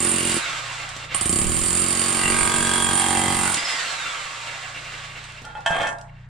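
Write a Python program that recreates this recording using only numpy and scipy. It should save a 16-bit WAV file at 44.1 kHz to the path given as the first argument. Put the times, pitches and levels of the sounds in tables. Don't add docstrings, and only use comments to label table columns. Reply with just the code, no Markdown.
import sys
import numpy as np
from scipy import signal
from scipy.fft import rfft, irfft, next_fast_len
from scipy.io import wavfile
from scipy.ndimage import uniform_filter1d

SR = 44100
rng = np.random.default_rng(int(sys.argv[2]) if len(sys.argv) > 2 else 0)


def store_pcm(level_fs):
    pcm = np.round(np.clip(level_fs, -1, 1) * 32767).astype(np.int16)
    wavfile.write(sys.argv[1], SR, np.atleast_2d(pcm).T)


N = 277371
T = np.arange(N) / SR
IDLE_HZ = 52.5

# start_s, chisel_free_s, switch_off_s, start_speed_hz, working_speed_hz, coast_time_s
BURSTS = [(.0027, .372, .32, 44.42, 44.42, .8), (1.1454, 3.548, 3.7, 10.91, 45.923, 1.15)]


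def amp(db):
    return 10 ** (np.asarray(db) / 20)


def unit_rms(x):
    return x / np.sqrt(np.mean(x ** 2) + 1e-20)


def curves(rows):
    times, *columns = np.transpose(rows)
    return [np.interp(T, times, column) for column in columns]


def equalise(x, points):
    size = next_fast_len(N + 4096)
    bins = np.fft.rfftfreq(size, 1 / SR)
    hz, db = np.transpose(points)
    gain = amp(np.interp(np.log(bins + 1), np.log(hz + 1), db))
    return irfft(rfft(x, size) * gain, size)[..., :N]


def ring(x, hz, db, t60):
    r, w = 10 ** (-3 / (t60 * SR)), 2 * np.pi * hz / SR
    return amp(db) * signal.lfilter([0, np.sin(w)], [1, -2 * r * np.cos(w), r * r], x)


def puff(clicks, t60):
    return signal.lfilter([1], [1, -10 ** (-3 / (t60 * SR))], abs(clicks)) * rng.standard_normal(N)


def wander(rate_hz):
    steps = rng.standard_normal(int(7 * rate_hz) + 4)
    return np.interp(T * rate_hz, np.arange(len(steps)), steps) * np.sqrt(1.5)


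def crackle(per_s, spread_db):
    strength = amp(spread_db * np.minimum(rng.exponential(1, N), 3))
    return strength * (rng.random(N) < per_s / SR) * rng.choice([-1, 1], N)


def room_air():
    # frequency_hz, gain_db
    spectrum = [(12, -26.5), (20, -11), (129, -10), (478, -27.5), (667, -19), (1230, -22), (1820, -13.5),
                (2330, -33.5), (7730, -58), (15500, -85)]
    air = unit_rms(equalise(rng.standard_normal((2, N)), spectrum))
    return amp(-56) * (air + 0.26 * air[::-1])


def generator(speed_hz=29.77):
    # speed_multiple, level_db
    orders = [(1, 1.5), (2, -1), (3, -3.5), (4, 6.5), (5, 3), (6, -7), (7, -16.5)]
    # time_s, level_db
    fader = [(0, -43), (.5, -49.5), (.75, -46), (1.1, -43), (1.3, -40), (3.6, -68), (4.2, -53.5),
             (5, -46.5), (6.29, -43)]
    turns = np.cumsum(speed_hz * (1 + 0.0021 * wander(2.01))) / SR
    drone = sum(amp(db + 1.4 * wander(9)) * np.sin(2 * np.pi * (k * turns + rng.random()))
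                for k, db in orders)
    return amp(curves(fader)[0]) * unit_rms(drone)


def walls(x):
    # frequency_hz, t60_s
    decay = [(60, 0.18), (300, 0.52), (1000, 0.58), (3000, 0.037), (9000, 0.24), (16000, 0.013)]
    taps = np.zeros((2, SR // 2))
    slots = np.arange(60, SR // 2 - 20, 20)
    at = slots + rng.integers(0, 20, (2, len(slots)))
    np.put_along_axis(taps, at, rng.choice([-1., 1.], at.shape), 1)
    bins, t, bands = signal.stft(taps, SR, nperseg=256)
    hz, t60 = np.transpose(decay)
    band_t60 = np.interp(np.log(bins + 1), np.log(hz), t60)[:, None]
    tail = signal.istft(bands * amp(-60 * t / band_t60), SR, nperseg=256)[1]
    tail /= np.linalg.norm(tail, axis=1, keepdims=True)
    return signal.fftconvolve(x[None], tail, axes=1)[:, :N]


def grit():
    # start_s, level_db, bump_relative_db
    chips = [(0.8904, -24, -14), (0.9649, -26, 0), (1.058, -41, -10), (3.544, -12.5, -22),
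             (3.571, -19, 0.5), (5.2051, -50, -19), (5.241, -31.5, -16), (5.3214, -37, -10),
             (5.419, -36, 10), (5.451, -31, -10), (5.6062, -40, -2), (5.9284, -39, -7.5),
             (5.985, -38.5, -6), (6.0128, -36.5, -18)]
    ticks, bumps = np.zeros((2, N))
    for start, db, bump_db in chips:
        at = round(start * SR)
        ticks[at], bumps[at] = amp(db), amp(db + bump_db)
    tick = equalise(puff(ticks, 0.019), [(500, -38), (3000, 1.5), (8000, 0), (16000, -38)])
    return tick + equalise(puff(bumps, 0.047), [(60, 0), (250, 6.5), (600, 2), (1500, -30)])


def drag_strokes(attack_s=0.013, release_db_per_s=291):
    # start_s, length_s, level_db, tilt_db_per_octave
    strokes = [(5.436, 0.067, -26.5, 6), (5.54, 0.044, -23.5, 1), (5.69, 0.14, -25, 5),
               (5.793, 0.092, -34, 4.5)]
    level, brightness = np.zeros((2, N))
    for start, length, db, tilt in strokes:
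        attack = np.clip((T - start) / attack_s, 0, 1)
        level += attack * amp(db - release_db_per_s * np.maximum(T - start - length, 0))
        brightness[T >= start] = tilt
    return level, brightness


def loose_piece(lift_s=5.65, free_hz=(855, 1406)):
    # pitch_hz, level_db, t60_s
    modes = [(172.4, -10.5, 0.066), (589, -11.5, 0.23), (676, 2, 0.14), (852, -4.5, 0.42), (918, -2, 0.12),
             (1084, -13, 0.2), (1416, -11, 0.26), (1613, -6.5, 0.46), (1778, -6.5, 0.46), (2186, -18, 0.26),
             (2610, -11, 0.33), (2960, -17, .12), (3200, -6, 0.12), (3430, -18, 0.17)]
    # start_s, level_db, tilt_db_per_octave
    knocks = [(5.446, -33, 9), (5.552, -26, 7), (5.661, -19, 3), (5.675, -31.5, 11), (5.706, -28, -7),
              (5.815, -27.5, -2), (5.87, -24, 1.5), (5.888, -31, 0.5)]
    rubble_grip, glove_grip = .45, .71
    lying_db = -20 * (T < lift_s)

    def muted_db(hz):
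        return lying_db * (min(abs(hz / free - 1) for free in free_hz) > .03)

    level, brightness = drag_strokes()
    rub = unit_rms(crackle(per_s=1500, spread_db=2.8)) * level
    ringing = np.zeros(N)
    for hz, db, t60 in modes:
        drive_db = brightness * np.log2(hz / 1000) + 2.8 * wander(17) + muted_db(hz)
        ringing += ring(rub * amp(drive_db), hz, db - 34.5, rubble_grip * t60)
    scrape = equalise(puff(rub * amp(lying_db), 0.0035),
                      [(60, -26), (200, -53), (700, -5), (2500, -16), (4500, -33), (9000, -32),
                       (16000, -98)])
    starts, knock_db, tilt = np.transpose(knocks)
    at = np.round(starts * SR).astype(int)
    taps = np.zeros(N)
    for hz, db, t60 in modes:
        drive_db = knock_db + tilt * np.log2(hz / 1000) + muted_db(hz)[at]
        taps[at] = amp(drive_db + 2 * rng.standard_normal(len(at))) * rng.choice([-1, 1], len(at))
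        ringing += ring(taps, hz, db, glove_grip * t60)
    taps[at] = amp(knock_db + lying_db[at])
    clack = equalise(puff(taps, 0.073), [(300, -13), (2000, -9), (8000, -4.5), (16000, -51)])
    return ringing + scrape + clack


def crank(spin_up_s=.2074, race_s=.15, friction_hz=7.7):
    speed, working = np.zeros((2, N))
    for start, free, off, start_hz, work_hz, coast_s in BURSTS:
        powered_s = np.minimum(T, off)
        lag = np.exp(-(np.maximum(powered_s - start, 0) / spin_up_s) ** 1.0848)
        race = 1 - np.exp(-np.maximum(powered_s - free, 0) / race_s)
        driven_hz = work_hz - (work_hz - start_hz) * lag + (IDLE_HZ - work_hz) * race
        hz = (driven_hz + friction_hz) * np.exp((powered_s - T) / coast_s) - friction_hz
        speed = np.where((T >= start) | (speed == 0), np.maximum(hz, .5), speed)
        working[(T >= start) & (T < free)] = 1
    return speed, working


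def gear_tone(hz, db, case_hz=(696, 1280, 2320, 3660), half_width_hz=170):
    flare = sum(1 / (1 + ((hz - peak) / half_width_hz) ** 2) for peak in case_hz)
    level = amp(db + 8 * flare + 2.9 * wander(70))
    return level * np.sin(2 * np.pi * np.cumsum(hz + 45 * wander(250)) / SR)


def motor(mesh_per_turn=103.7, dull_s=1.062):
    # time_s, level_db
    fader = [(0, -31), (.38, -29), (.6, -32), (1.05, -37), (1.07, -45), (1.12, -35), (1.19, -30),
             (1.3, -36.5), (2.1, -30.5), (3.5, -30), (3.56, -29), (3.7, -27), (4.1, -32), (4.35, -34),
             (4.5, -33), (4.68, -35.5), (4.8, -37), (5.0, -37), (5.3, -41), (5.6, -53), (6.0, -63.5)]
    # frequency_hz, gain_db
    spectrum = [(88, -49), (150, -11), (189, -33), (436, -20), (509, -11), (1450, 0), (1730, -1.5),
                (3620, -2), (6230, -14), (7560, -11), (15500, -52.5)]
    # pitch_hz, width_hz, level_db
    case_modes = [(695, 21, -3), (1303, 44, -4.5), (1737, 32, -4), (2270, 254, 20.5), (2715, 124, 16.5),
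                  (4720, 230, -19.5)]
    # mesh_pitch_ratio, level_db
    gears = [(1, 3.5), (0.67, -3), (.4, 0.5), (0.33, -22), (1.8, -11), (.58, -7.5), (.32, -10.5)]
    speed, working = crank()
    octaves = np.log2(speed / IDLE_HZ)
    dull_db = -56 * (T > dull_s) * np.exp(-abs(T - dull_s) / .045)
    treble_db = 4 + 2 * octaves + dull_db
    whirr = equalise(rng.standard_normal(N), spectrum)
    treble = signal.sosfilt(signal.butter(2, 4000, "high", fs=SR, output="sos"), whirr)
    whirr = unit_rms(whirr + treble * (amp(treble_db) - 1))
    teeth = crackle(per_s=1200, spread_db=2)
    rattle = unit_rms(sum(ring(teeth, hz, db, 2.35 / width) for hz, width, db in case_modes))
    whine = sum(gear_tone(ratio * mesh_per_turn * speed, db) for ratio, db in gears)
    whine_db = -37.5 + 13 * octaves - 15 * uniform_filter1d(working, 2000)
    flutter_db = np.minimum(3 - octaves, 9)
    whirr *= amp(0.25 * flutter_db * wander(40))
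    rattle *= amp(-8 + flutter_db * np.clip(.5 + wander(45), -3, 2))
    return amp(curves(fader)[0] - 2) * (whirr + rattle) + amp(whine_db) * whine


def floor_thud(hits, thud_db, boom_db, lag_s=0.002565):
    # pitch_hz, level_db, t60_s
    thud_modes = [(236, -9.5, 0.051), (310, 2.5, 0.013), (345.3, -10, 0.071), (558, -15.5, 0.044)]
    # pitch_hz, level_db, t60_s
    boom_modes = [(88.4, -19, 0.05), (141.6, -21.5, 0.019), (188, -17.5, 0.13)]
    # delay_s, level_db
    echoes = [(.0086, -10.5), (0.0124, -12)]
    jolt = unit_rms(hits) + 0.29 * unit_rms(puff(hits, 0.09))
    jolt = np.roll(jolt * amp(thud_db - 26 + 1.1 * wander(25.21)), round(lag_s * SR))
    thud = -sum(ring(jolt, *mode) for mode in thud_modes)
    thud -= sum(ring(jolt * amp(boom_db), *mode) for mode in boom_modes)
    thud += sum(amp(db) * np.roll(thud, round(delay * SR)) for delay, db in echoes)
    thud = signal.sosfilt(signal.butter(2, [60, 900], "band", fs=SR, output="sos"), thud)
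    return thud * amp([[-.5], [.5]])


def camera_shake(level):
    noise = rng.standard_normal((2, N))
    rumble = equalise(noise, [(10, -10), (30, -3.5), (70, -9), (200, -11.5), (500, -47)])
    return unit_rms(rumble) * level * amp(3.5 * wander(7.98)) * amp([[-5], [3]])


def sizzle(level):
    # frequency_hz, gain_db
    spectrum = [(9000, -60), (11000, -26.5), (13500, -14), (15200, -21.5), (16000, -41)]
    return equalise(rng.standard_normal(N) * level, spectrum)


def growing_crack(push, t60=.06):
    # time_s, pitch_hz, level_db
    glide = [(2.3, 3400, -42), (2.5, 3380, -27), (2.8, 3335, -22), (2.95, 3270, -25), (3.3, 3220, -26),
             (3.4, 3200, -42)]
    hz, db = curves(glide)
    phasor = np.exp(2j * np.pi * np.cumsum(hz) / SR)
    decay = 10 ** (-3 / (t60 * SR))
    return (phasor * signal.lfilter([1], [1, -decay], push * amp(db) / phasor)).imag


def concrete_block(hits, level_db):
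    # pitch_hz, t60_s, level_db, swell_peak_s, swell_span_s, swell_db
    modes = [(651, 0.041, -12, 2.4, 1.3, 12), (799, 0.047, -5, 3.15, 0.28, 13.5),
             (973, 0.063, -8.5, 2.8, 0.73, 5.5), (1091, 0.06, -7.5, 0.97, 2, 3.5),
             (1257, 0.045, -7, 2.2, 2, 5.5), (1460, 0.044, -15, 3.46, .08, 18.5),
             (1594, 0.029, -11, 2.64, 0.73, 17), (1820, 0.0226, -9.5, 3.12, 0.387, 12.5),
             (1982, .04, -12, 2.25, 0.097, 18), (2010, .04, -17, 3.26, .3, 20),
             (2255, 0.012, -0.5, 2.37, 0.16, 12.5), (2844, 0.082, -12.5, 0.27, 0.18, 22),
             (2760, .05, -19, 2.26, 0.079, 30.5), (3060, 0.048, -12.5, 1.3, 1.4, 14.5),
             (4200, 0.022, -27, 1.5, .8, 6), (4590, .03, -21, 1.97, 0.39, 25.5),
             (895, 0.056, -24.5, 3.46, 0.11, 23.5)]
    push = amp(level_db) * (unit_rms(hits) + 0.22 * unit_rms(puff(hits, 0.011)))
    ringing = np.zeros(N)
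    for k, (hz, t60, db, peak_s, span_s, swell_db) in enumerate(modes):
        swell = amp(swell_db * np.exp(-((T - peak_s) / span_s) ** 2))
        ringing += (-1) ** k * ring(push * swell, hz, db - 28.5, t60)
    return ringing + growing_crack(push)


def chisel(hits, level_db):
    # pitch_hz, level_db, t60_s
    modes = [(4620, -8.5, 0.028), (5250, -15, 0.029), (7180, -2.5, 0.026), (7610, -2, 0.035),
             (8250, -26.5, 0.021), (8840, -4.5, 0.066), (8986, -3.5, 0.08), (8933, -8, 0.14),
             (9800, -19, .03), (10140, -9.5, 0.018), (15100, -30.5, 0.062)]
    # frequency_hz, gain_db
    crack_spectrum = [(500, -51), (2000, -12), (6000, -14), (7500, 0.5), (9500, -3), (11000, -13.5),
                      (12500, -58), (16000, -32)]
    shank = np.zeros(N)
    at = np.flatnonzero(hits)
    shank[at + rng.integers(0, 12, N)[at]] = hits[at]
    chatter = (unit_rms(shank) + .5 * unit_rms(puff(hits, 0.012))) * amp(level_db)
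    ringing = np.zeros(N)
    for hz, db, t60 in modes:
        onset = ring(chatter * amp(1.7 * wander(22)), hz, -51, 0.0033)
        ringing += ring(onset, hz, db, t60)
    return ringing + equalise(unit_rms(puff(hits, 0.054)) * amp(level_db), crack_spectrum)


def piston():
    hits, speed = np.zeros(N), crank()[0]
    for start, free, *_ in BURSTS:
        turns = np.cumsum(speed * ((T >= start) & (T < free))) / SR
        hits[1:][np.diff(np.ceil(turns)) > 0] = 1
    return hits


def hammer():
    # time_s, thud_db, steel_db, block_db
    bite = [
        [(0.0, -27.5, -25.5, -32.5), (0.362, -27, -27.5, -41.5), (0.4, -26, -23, -62)],
        [(1.13, -46, -57, -34), (1.14, -40, -25, -32), (1.3, -28, -22, -36.5), (1.47, -28.5, -26, -36),
         (1.58, -31.5, -25, -39.5), (2.37, -30, -27.5, -31.5), (3.23, -29, -27, -32.5), (3.5, -31.5, -27, -30),
         (3.56, -42, -30, -50)],
    ]
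    # time_s, boom_db, shake_db
    ground = [(0, -21, -18), (.4, -8, -23), (1.25, 14, -7.5), (1.5, 9, 2), (1.75, 8, -13.5),
              (2.5, -27, -7.5), (3.0, 0, -14.5), (3.55, 9, -6)]
    thud_db, steel_db, block_db = curves(bite[0] + bite[1])
    boom_db, shake_db = curves(ground)
    hits = piston()
    engaged = np.clip(uniform_filter1d(hits, 3000) * SR / 45, 0, 1)
    strikes = chisel(hits, steel_db) + concrete_block(hits, block_db) + sizzle(engaged * amp(steel_db))
    low_end = floor_thud(hits, thud_db, boom_db) + camera_shake(engaged * amp(thud_db + shake_db))
    return strikes, low_end


def scene():
    # frequency_hz, gain_db
    width = [(60, -35.5), (110, -19), (200, -41.5), (380, -12.5), (700, -11.5), (1290, -8.5), (2380, -5.5),
             (4400, -3.5), (8120, -1.5), (15000, 2.5)]
    # frequency_hz, left_minus_right_db
    balance = [(60, -1.5), (110, 7.5), (200, -0.5), (380, -2.5), (700, -2), (1290, -3), (2380, -2.5),
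               (4400, -0.5), (8120, -6.5), (15000, 0)]
    strikes, low_end = hammer()
    near = strikes + motor() + loose_piece() + grit()
    mid_tail, side_tail = walls(near)
    mid = near + amp(-9) * mid_tail
    side = equalise(side_tail, width)
    left = equalise(mid + side, [(hz, db / 2) for hz, db in balance])
    right = equalise(mid - side, [(hz, -db / 2) for hz, db in balance])
    return np.array([left, right]) + low_end + generator() + room_air()


def record(dry):
    low_pass = signal.firwin(511, 15850, window=("kaiser", 9), fs=SR)
    return signal.oaconvolve(dry, low_pass[None], "same")


dry = scene()
out = record(dry)
store_pcm(out)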